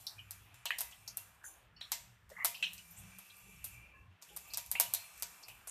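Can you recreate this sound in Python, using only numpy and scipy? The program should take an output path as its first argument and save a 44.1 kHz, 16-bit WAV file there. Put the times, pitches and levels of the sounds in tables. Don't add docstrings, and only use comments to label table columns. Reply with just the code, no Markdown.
import sys
import numpy as np
from scipy import signal
from scipy.fft import rfft, irfft, next_fast_len
from scipy.io import wavfile
from scipy.ndimage import uniform_filter1d

SR = 44100
rng = np.random.default_rng(int(sys.argv[2]) if len(sys.argv) > 2 else 0)


def generate_wav(signal):
    frames = np.transpose(np.atleast_2d(signal))
    scaled = np.clip(frames, -1, 1) * 32767
    pcm = np.round(scaled).astype(np.int16)
    wavfile.write(sys.argv[1], SR, pcm)


def amplitude_ratio(level_db):
    exponent = np.asarray(level_db, float) / 20
    return 10 ** exponent


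N = 251722
TIME = np.arange(N) / SR

# start in seconds, peak above 8 kHz in dB, then the shares of thump and of edge
# and the strength of the room, all in dB.
CRACKS = [(0.0667, -33.5, -46, -20, 6), (0.3077, -26.5, -31.5, -17, 0.5), (0.6547, -24, -17.5, -9.5, 0),
          (0.784, -24.5, -30.5, -15, 8), (0.8062, -18, -27.5, -20.5, -2.5), (1.078, -34.5, -27, -21, 5.5),
          (1.1706, -19.5, -34, -21.5, -1.5), (1.9177, -18, -24, -11, 3), (2.4461, -12, -26.5, -16.5, 5),
          (2.7327, -33, -48, -18.5, 3), (3.185, -36, -22.5, -21, 5), (3.6415, -27.5, -34.5, -21.5, 9),
          (4.363, -26.5, -29, -18.5, 3.5), (4.5352, -28, -28, -4.5, -3), (4.572, -18, -27, -15, 0),
          (4.7141, -13.5, -32, -19, -3), (4.7985, -6.5, -27, -16, 0.5), (4.9365, -11, -31.5, -15, -2.5),
          (5.2227, -19, -27, -11.5, -2), (5.4818, -38.5, -20.5, -16.5, 9), (5.672, -33, -20, -16.5, 4)]


def rms_one(x):
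    return x / np.sqrt(np.mean(x ** 2, axis=-1, keepdims=True) + 1e-20)


def band(x, low_hz, high_hz, order=2):
    limits = [low_hz, min(high_hz, .45 * SR)]
    return signal.sosfilt(signal.butter(order, limits, "band", fs=SR, output="sos"), x)


def resonance(x, hz, width_hz):
    r = np.exp(-np.pi * width_hz / SR)
    turn = 2 * np.pi * hz / SR
    return signal.lfilter([(1 - r * r) / 2, 0, (r * r - 1) / 2], [1, -2 * r * np.cos(turn), r * r], x)


def ring(blows, hz, t60):
    r = amplitude_ratio(-60 / (t60 * SR))
    turn = 2 * np.pi * hz / SR
    return signal.lfilter([0, np.sin(turn)], [1, -2 * r * np.cos(turn), r * r], blows + 1e-18)


def fade(x, t60):
    return signal.lfilter([1], [1, -amplitude_ratio(-60 / (t60 * SR))], x + 1e-18)


def train(s, level_db):
    out = np.zeros(N + SR)
    np.add.at(out, (np.asarray(s) * SR).astype(int), amplitude_ratio(np.asarray(level_db)))
    return out[:N]


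def drift(rate):
    knots = np.arange(0, N / SR + 1, 1 / rate)
    return np.interp(TIME, knots, np.clip(rng.standard_normal(len(knots)), -2, 2))


def shaped(spectrum, patchy_db, channels=2, count=9):
    hz, level_db = np.transpose(spectrum)
    edges = np.geomspace(hz[0], min(hz[-1], .45 * SR), num=count)
    white = rng.standard_normal((2, channels, N))
    out = 0
    for k, (low, high) in enumerate(zip(edges, edges[1:])):
        gain_db = np.interp(np.log(low * high) / 2, np.log(hz), level_db)
        out = out + amplitude_ratio(gain_db + patchy_db * drift(8.0)) * band(white[k % 2], low, high)
    return rms_one(out)


def humming(peaks, patchy_db):
    white = rng.standard_normal(N)
    out = 0
    for hz, width_hz, level_db in peaks:
        tone = resonance(resonance(white, hz, width_hz), hz, width_hz)
        out = out + amplitude_ratio(level_db + patchy_db * drift(9)) * rms_one(tone)
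    return rms_one(out)


def gate():
    # start in seconds, fizz level in dB, hold in seconds, closing speed in dB per second.
    openings = [(0.0, -57, .005, 89), (0.064, -60, .005, 50), (0.307, -60.5, .005, 63),
                (.542, -64, .005, 114), (0.662, -63, .2, 28), (1.168, -59.5, .03, 77),
                (1.436, -64, 0.066, 106), (1.807, -66.5, .005, 33), (1.913, -62, .06, 117),
                (2.292, -66.5, .2, 22), (2.536, -62, .3, 8), (3.184, -63, .3, 16),
                (3.638, -60.5, 0.094, 109), (3.95, -79, .06, 99.5), (4.216, -63, .2, 8.5),
                (4.36, -59.5, .2, 18), (4.704, -57.5, .1, 26), (4.8, -59, 0.51, 27),
                (5.476, -63, .03, 43.5), (5.669, -64, .04, 52)]
    shut_floor_db = -86.5
    rows = np.array(sorted(openings))
    newest = np.maximum(np.searchsorted(rows[:, 0], TIME, side="right") - 1, 0)
    s, open_db, hold, closing = rows[newest].T
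    return np.maximum(open_db - closing * np.maximum(TIME - s - hold, 0), shut_floor_db)


def fizz():
    # pitch in Hz, level in dB per Hz.
    hiss = [(1760, -28), (3000, -7.5), (5180, -5.5), (7100, -0.5), (10500, -3.5), (13700, -8.5),
            (14700, -8), (15000, -45)]
    born = rng.random(N) < 260 * amplitude_ratio(5 * drift(5)) / SR
    sizes = amplitude_ratio(3.5 * np.minimum(rng.exponential(1, N), 4)) * rng.choice([-1, 1], N)
    bubbles = rms_one(band(born * sizes + 1e-18, 5800, 26000))
    return shaped(hiss, patchy_db=2.8, count=17) + amplitude_ratio(-7) * bubbles * [[1], [0]]


def steam_whistle():
    # pitch in Hz, width in Hz, level in dB.
    gaps = [(6760, 48, -6.5), (7700, 95, -8.5), (9250, 150, -2.5), (11360, 88, -4.5), (12400, 60, -15.5),
            (5500, 90, -6.5), (8130, 70, -0.5), (11700, 58, -3.5), (13500, 130, -3), (3410, 90, -4)]
    return humming(gaps, patchy_db=5)


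def burner(shut_db):
    # pitch in Hz, level in dB per Hz.
    roar = [(130, -47), (220, -16), (243, -9.5), (526, -9), (694, -2.5), (1700, -3.5), (2420, -9),
            (3160, -3), (4500, -25.5), (5850, -19), (9900, -120)]
    # pitch in Hz, width in Hz, level in dB.
    whistle = [(2390, 110, -9), (2600, 250, -6.5), (2430, 560, -9.5), (1187, 25, -16)]
    # time in seconds, level in dB.
    flame_size = [(0.0, -78), (0.3, -66.5), (0.5, -68.5), (0.83, -65), (1.1, -67), (1.5, -76), (1.85, -71),
                  (2.15, -82), (2.34, -89), (2.52, -60), (2.65, -63), (2.85, -64.5), (3.2, -64.5),
                  (3.86, -57.5), (4.08, -76), (4.6, -55.5), (4.77, -80), (4.9, -58.5), (5.71, -65)]
    size_db = np.interp(TIME, *np.transpose(flame_size))
    flame_db = -68.5 + 0.017 * (size_db - size_db.mean()) + 0.099 * (shut_db - shut_db.mean())
    whistle_db = size_db + 0.11 * shut_db
    out = amplitude_ratio(flame_db) * shaped(roar, patchy_db=3.5, channels=1)[0]
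    return out + amplitude_ratio(whistle_db - 3.5) * humming(whistle, patchy_db=3)


def rumble():
    # pitch in Hz, width in Hz, level in dB.
    rumble_tones = [(57.8, 37, 0.5), (97, 20.7, 1.5), (115.8, 16, -5), (140.5, 60, -11.5), (71.5, 42, -14)]
    # pitch in Hz, width in Hz, level in dB.
    drone_tones = [(167.9, 14.5, -4), (190.3, 6, -5.5)]
    # middle in seconds, rumble in dB, drone in dB, half length in seconds.
    swells = [(0.0, -61.5, -64, 0.047), (0.206, -59, -78, 0.086), (0.46, -66, -84, 0.13),
              (1.06, -68.5, -82.5, 0.38), (1.75, -64, -81.5, 0.11), (2.017, -64, -77, 0.13),
              (2.34, -67.5, -75, 0.15), (2.786, -69, -69, 0.2), (3.037, -60, -67, 0.056),
              (3.153, -74, -67.5, 0.057), (3.49, -68, -68, 0.14), (3.71, -58, -80, 0.16),
              (4.041, -64.5, -75, 0.095), (4.37, -71, -71.5, 0.09), (4.552, -62, -92, 0.051),
              (4.712, -66, -95, .04), (4.84, -65.5, -77, 0.17), (5.26, -74.5, -79, 0.11),
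              (5.543, -65.5, -92, 0.09)]
    s, rumble_db, drone_db, half = np.transpose(swells)
    bells = np.exp(-((TIME - s[:, None]) / half[:, None]) ** 2)
    rumble_gain = amplitude_ratio(-85.5) + amplitude_ratio(rumble_db) @ bells
    drone_gain = amplitude_ratio(-90.5) + amplitude_ratio(drone_db) @ bells
    return rumble_gain * humming(rumble_tones, patchy_db=5.0) + drone_gain * humming(drone_tones, patchy_db=2.5)


def bursts():
    # start in seconds, peak above 8 kHz, share of thump, share of edge, all in dB.
    ticks = [(0.542, -45.5, -15, -9.5), (0.911, -52, -14, 1.5), (2.292, -52, -49.5, -9),
             (2.3, -47.5, -10, -4), (2.7789, -50, -24, 4.5), (2.91, -43, -37, -32), (3.3674, -42, -33, -27),
             (4.2228, -42, -17.5, -1.5), (4.6615, -35, -53, -19), (5.1771, -39, -39, -15),
             (5.198, -38, -39, -22)]
    # start in seconds, peak above 8 kHz, thump, edge, all in dB.
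    blurts = [
        (0.7047, -38.5, -9.5, -17),
        (1.8096, -58.5, -0.5, 3.5),
        (2.6246, -45.5, -8.5, 4),
        (4.752, -47, 3, -16),
    ]
    dry_body_db, dull_body_db = -2.5, 8
    tick_room_db, dull_room_db = -3.5, 2.5
    rows = [(*row, dry_body_db) for row in CRACKS]
    rows += [(*row, tick_room_db, dry_body_db) for row in ticks]
    rows += [(*row, dull_room_db, dull_body_db) for row in blurts]
    s, peak_db, thump_db, edge_db, room_db, lift_db = np.transpose(sorted(rows))
    s = s + .0012
    body_db = (thump_db + edge_db) / 2 + lift_db
    return s, peak_db, thump_db, body_db, edge_db, room_db


def cracks():
    # low Hz, high Hz, click in dB, tail in dB, early and late fading time (t60) in seconds.
    crack_bands = [
        (582, 1703, 19.5, -11, 0.13, 0.79),
        (1393, 4140, 13, -8.5, 0.18, 0.66),
        (3630, 8920, 13, -9.5, 0.12, 0.49),
        (8120, 13200, 21, -13, 0.17, 0.52),
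        (12720, 16500, 19, -16, 0.12, 0.5),
    ]
    # delay in seconds, level in dB.
    echo_paths = [
        (.0023, -13),
        (.0045, -20),
    ]
    # time in seconds, peak above 8 kHz in dB.
    slaps = [(0.315, -33), (0.665, -41), (0.7927, -40), (0.8144, -23), (1.176, -33), (1.9285, -27),
             (2.306, -69), (2.4544, -17), (2.7425, -41), (3.1934, -48), (4.23, -47), (4.3714, -26),
             (4.544, -29), (4.7224, -25), (4.8087, -13), (4.9462, -17), (5.2305, -22), (5.68, -57),
             (3.6505, -30), (4.5803, -27), (5.2075, -44), (4.9485, -25), (2.4575, -19), (5.5, -53)]
    smeared, sharp, smear_s = .24, .14, .004
    s, peak_db, *shares_db, room_db = bursts()
    shares_db += [np.full(len(s), -15), np.full(len(s), -14.5)]
    luck = rng.standard_normal((len(s), 4))
    slap_s, slap_db = np.transpose(slaps)
    parent = np.searchsorted(s, slap_s - .004) - 1
    direct, tail = np.zeros(N), np.zeros((2, N))
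    unit = signal.unit_impulse(2000)
    rough, white = rng.choice([-1, 1], N), rng.standard_normal((2, N))
    for (low, high, click_db, tail_db, early, late), share_db in zip(crack_bands, shares_db):
        level_db = peak_db + share_db
        echoes = train(slap_s + 0.00074, slap_db + share_db[parent] - 3.5)
        for k, (lag, echo_db) in enumerate(echo_paths):
            arrival = s + lag * (1 + 0.18 * luck[:, k])
            echoes += train(arrival, level_db + echo_db + room_db + 3 * luck[:, k + 2])
        echoes = smeared * fade(echoes, smear_s * 3) * rough - sharp * echoes
        clicks = band(train(s, level_db) + echoes + 1e-18, low, high, order=3)
        direct += amplitude_ratio(click_db) * clicks / np.linalg.norm(band(unit, low, high, order=3))
        fed = train(s + 0.00014, level_db + tail_db + room_db)
        swell = fade(fed, early) + amplitude_ratio(-13.5) * fade(fed, late)
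        tail += swell * rms_one(band(white, low, high, order=3))
    return direct, tail


def pan_ring():
    # pitch in Hz, level in dB, fading time (t60) in seconds.
    pan_tones = [(953, -12.5, 0.33), (694, -17, 0.3)]
    s, peak_db, thump_db, *_ = bursts()
    return sum(ring(train(s, peak_db + thump_db + level_db), hz, t60) for hz, level_db, t60 in pan_tones)


def jets():
    # start in seconds, peak in dB, pitch in Hz, fading time (t60) in seconds.
    sudden_spits = [(0.2, -50.5, 2730, 0.25), (0.6629, -27.5, 3000, 0.09), (0.7066, -26.5, 1943, 0.18),
                    (0.7062, -28.5, 2780, 0.19), (0.923, -41, 3020, 0.088), (1.4405, -41, 1640, 0.1),
                    (1.8121, -33.5, 3790, 0.17), (2.545, -35.5, 2850, 0.18), (2.6259, -20, 2860, 0.2),
                    (2.628, -32.5, 3760, 0.24), (2.6, -47, 2800, 0.12), (3.3, -45, 3660, 0.1),
                    (4.289, -49.5, 3130, 0.24), (4.7531, -28, 2520, 0.19), (5.4825, -42.5, 2660, 0.29),
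                    (5, -47, 4430, 0.1), (4.502, -45, 4600, 0.14), (5.434, -39.5, 4900, 0.099),
                    (4.537, -32.5, 5300, 0.12), (0.657, -33.5, 3850, 0.19)]
    sprays = [(0.0676, -30.5, 4670, 0.17), (1.0764, -33.5, 5580, 0.14), (2.308, -42, 580, 0.1),
              (2.545, -43, 4670, 0.25), (4.3, -57, 450, .5), (4.5437, -41, 4560, 0.091),
              (5.429, -47.5, 6500, .1), (1.4406, -63, 8860, 0.23), (5.675, -37.5, 8500, 0.36),
              (2.371, -51, 1450, .6), (2.381, -53, 850, .5), (2.436, -45, 800, .1)]
    leaks = [(1.4385, -36, 6820, 0.25), (1.443, -41, 9800, 0.33), (1.4411, -52, 13000, 0.42),
             (2.962, -37.5, 7700, 0.14), (2.97, -45, 9300, .25), (2.97, -47.5, 12400, 0.25),
             (3.37, -50, 12500, 0.25), (3.448, -53, 410, 0.27), (4.469, -48, 13500, 0.22),
             (5.04, -46, 9600, .15), (2.9, -45.5, 13000, 0.18)]
    moans = [(1.391, -53, 325, .28), (3.931, -56, 1720, .47), (3.921, -56.5, 1070, .73),
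             (3.111, -49, 2366, .3), (3.501, -52, 2386, .4), (3.731, -47, 2366, .4), (3.901, -52, 2381, .4),
             (3.801, -51, 2731, .25), (3.941, -51, 2681, .3), (3.421, -54, 2701, .3),
             (0.781, -56.5, 2000, 1.8), (4.299, -52, 830, .22)]
    squeals = [
        (2.312, -53.5, 1880, 0.67),
        (2.362, -37.5, 1940, 0.19),
        (2.378, -44, 1170, 0.5),
        (2.386, -38, 2080, .15),
        (2.398, -37.5, 2010, 0.2),
        (2.418, -33, 2060, 0.1),
        (2.431, -38.5, 1985, 0.13),
        (1.41, -57.5, 1590, 1),
        (2.64, -40.5, 5700, 0.15),
    ]
    peeps = [(1.761, -49, 4461, .2), (1.763, -53, 2901, .2), (1.763, -55, 5351, .2),
             (1.813, -52, 5501, .25), (0.1781, -39, 2401, .12), (0.1891, -35, 3001, .08),
             (2.773, -42, 2561, .1), (2.787, -41, 2901, .1), (2.391, -47, 2701, .2),
             (2.421, -54, 2901, .15), (2.399, -33, 2061, .3), (2.363, -39, 2001, .06)]
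    # width as share of the pitch, rise in seconds, knock in dB, lingering part in dB.
    kinds = [
        (0.25, 0.00174, -6, -14.5),
        (0.44, 0.00037, -13, -16),
        (0.19, 0.021, -45, -18),
        (0.051, 0.027, -45, -12),
        (.2, 0.0043, -49, -13.5),
        (0.071, .003, -49.5, -15),
    ]
    out = np.zeros((2, N + SR))
    t = TIME[:SR // 4]
    unit = signal.unit_impulse(800)
    ending = np.cos(np.clip(t / t[-1] * 2 - 1, 0, 1) * np.pi / 2) ** 2
    groups = [sudden_spits, sprays, leaks, moans, squeals, peeps]
    for rows, (share, rise, knock_db, late_db) in zip(groups, kinds):
        for s, peak_db, hz, t60 in rows:
            half_width = share * hz / 2
            gusts = np.repeat(rng.standard_normal(len(t) // 100 + 1), 100)[:len(t)]
            puffs = rng.standard_normal((2, len(t))) * amplitude_ratio(2.15 * gusts)
            jet = rms_one(band(puffs, max(hz - half_width, 50), hz + half_width, order=4))
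            fall = amplitude_ratio(-75 * t / t60) + amplitude_ratio(late_db - 28 * t / t60)
            shape = np.minimum(t / max(rise, 1e-4), 1) * fall * ending
            knock = band(unit, .65 * hz, 1.15 * hz)
            at = int(s * SR)
            out[:, at:at + len(t)] += amplitude_ratio(peak_db - 10.5) * jet * shape
            out[0, at:at + len(unit)] += amplitude_ratio(peak_db + knock_db) * knock / np.max(np.abs(knock))
    return out[:, :N]


def plops():
    # start in seconds, level in dB, pitch in Hz, fading time (t60) in seconds.
    bubble_rings = [(0.7056, -20, 1850, .014), (0.7056, -24, 2450, .016), (0.7056, -29, 1200, .014),
                    (0.7181, -33, 2951, .03), (4.7526, -32, 2151, .02), (4.7556, -36, 2651, .03),
                    (0.0679, -34, 5201, .01), (0.0703, -33, 4301, .012), (1.0776, -38, 5301, .012),
                    (2.4476, -28, 1301, .02), (2.3151, -45, 561, .04), (2.6256, -29, 2701, .015),
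                    (0.6581, -32, 3001, .01)]
    out, unit = np.zeros(N), signal.unit_impulse(2000)
    for s, level_db, hz, t60 in bubble_rings:
        at = int(s * SR)
        out[at:at + len(unit)] += amplitude_ratio(level_db) * band(ring(unit, hz, t60), .65 * hz, 1.4 * hz)
    return out


def pings():
    # start in seconds, level in dB, pitch in Hz, fading time (t60) in seconds.
    strikes = [
        (4.947, -52, 4221, .5),
        (4.947, -53, 4260, .3),
        (4.947, -56, 3553, .32),
        (4.947, -45, 3838, .13),
        (1.927, -48, 5206, .15),
        (1.927, -52, 4011, .24),
        (1.927, -52, 2083, .2),
        (1.18, -56, 2740, .25),
        (4.862, -46, 2950, .08),
    ]
    return sum(ring(train([s], [level_db + 0.28]), hz, t60) for s, level_db, hz, t60 in strikes)


def width(diffuse):
    hush_s = .026
    starts = np.array(CRACKS)[:, 0]
    middles = train(np.maximum(starts + .005 - hush_s / 2, 0), np.zeros(len(starts)))
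    heard = diffuse * (uniform_filter1d(middles, size=int(hush_s * SR)) < 1e-6)
    edges = np.geomspace(6700, 13500, num=7)
    out = 0
    for low, high in zip(edges, edges[1:]):
        patch_open = np.clip(3 * (drift(22) + .35), 0, 1)
        out = out + patch_open * band(heard, low, high, order=3)
    return amplitude_ratio(-2.5) * out


def scene():
    fizz_db = gate()
    shut_db = uniform_filter1d(fizz_db, size=2000) - fizz_db.max()
    floor = amplitude_ratio(fizz_db - 11.0) * steam_whistle() + burner(shut_db) + rumble()
    clicks, tail = cracks()
    direct = clicks + pan_ring() + plops() + pings()
    diffuse = tail + jets() + amplitude_ratio(fizz_db - 4.5) * fizz()
    mid = direct + diffuse[0] + floor
    side = width(diffuse[1])
    return np.array([mid + side, mid - side])


def low_pass(x):
    return signal.sosfilt(signal.butter(12, 16650, fs=SR, output="sos"), x)


def record(dry):
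    bright = dry + 1.23 * resonance(dry, 15660, 3100)
    size = next_fast_len(N)
    hz = np.fft.rfftfreq(size, 1 / SR)
    step = np.sin(np.clip((hz - 14200) / 350, 0, 1) * np.pi / 2) ** 2
    cut = irfft(rfft(bright, size) * amplitude_ratio(-56 * step), size)[:, :N]
    top = band(bright - cut, 13000, 15600)
    jump = uniform_filter1d(top ** 2, size=150) / (uniform_filter1d(top ** 2, size=3000) + 1e-14)
    sudden = np.clip(jump / 7 - 1, 0, 1) * top
    mix = cut + amplitude_ratio(-22) * band(sudden, 13500, 16100, order=8)
    return low_pass(mix)


dry = scene()
out = record(dry)
generate_wav(out)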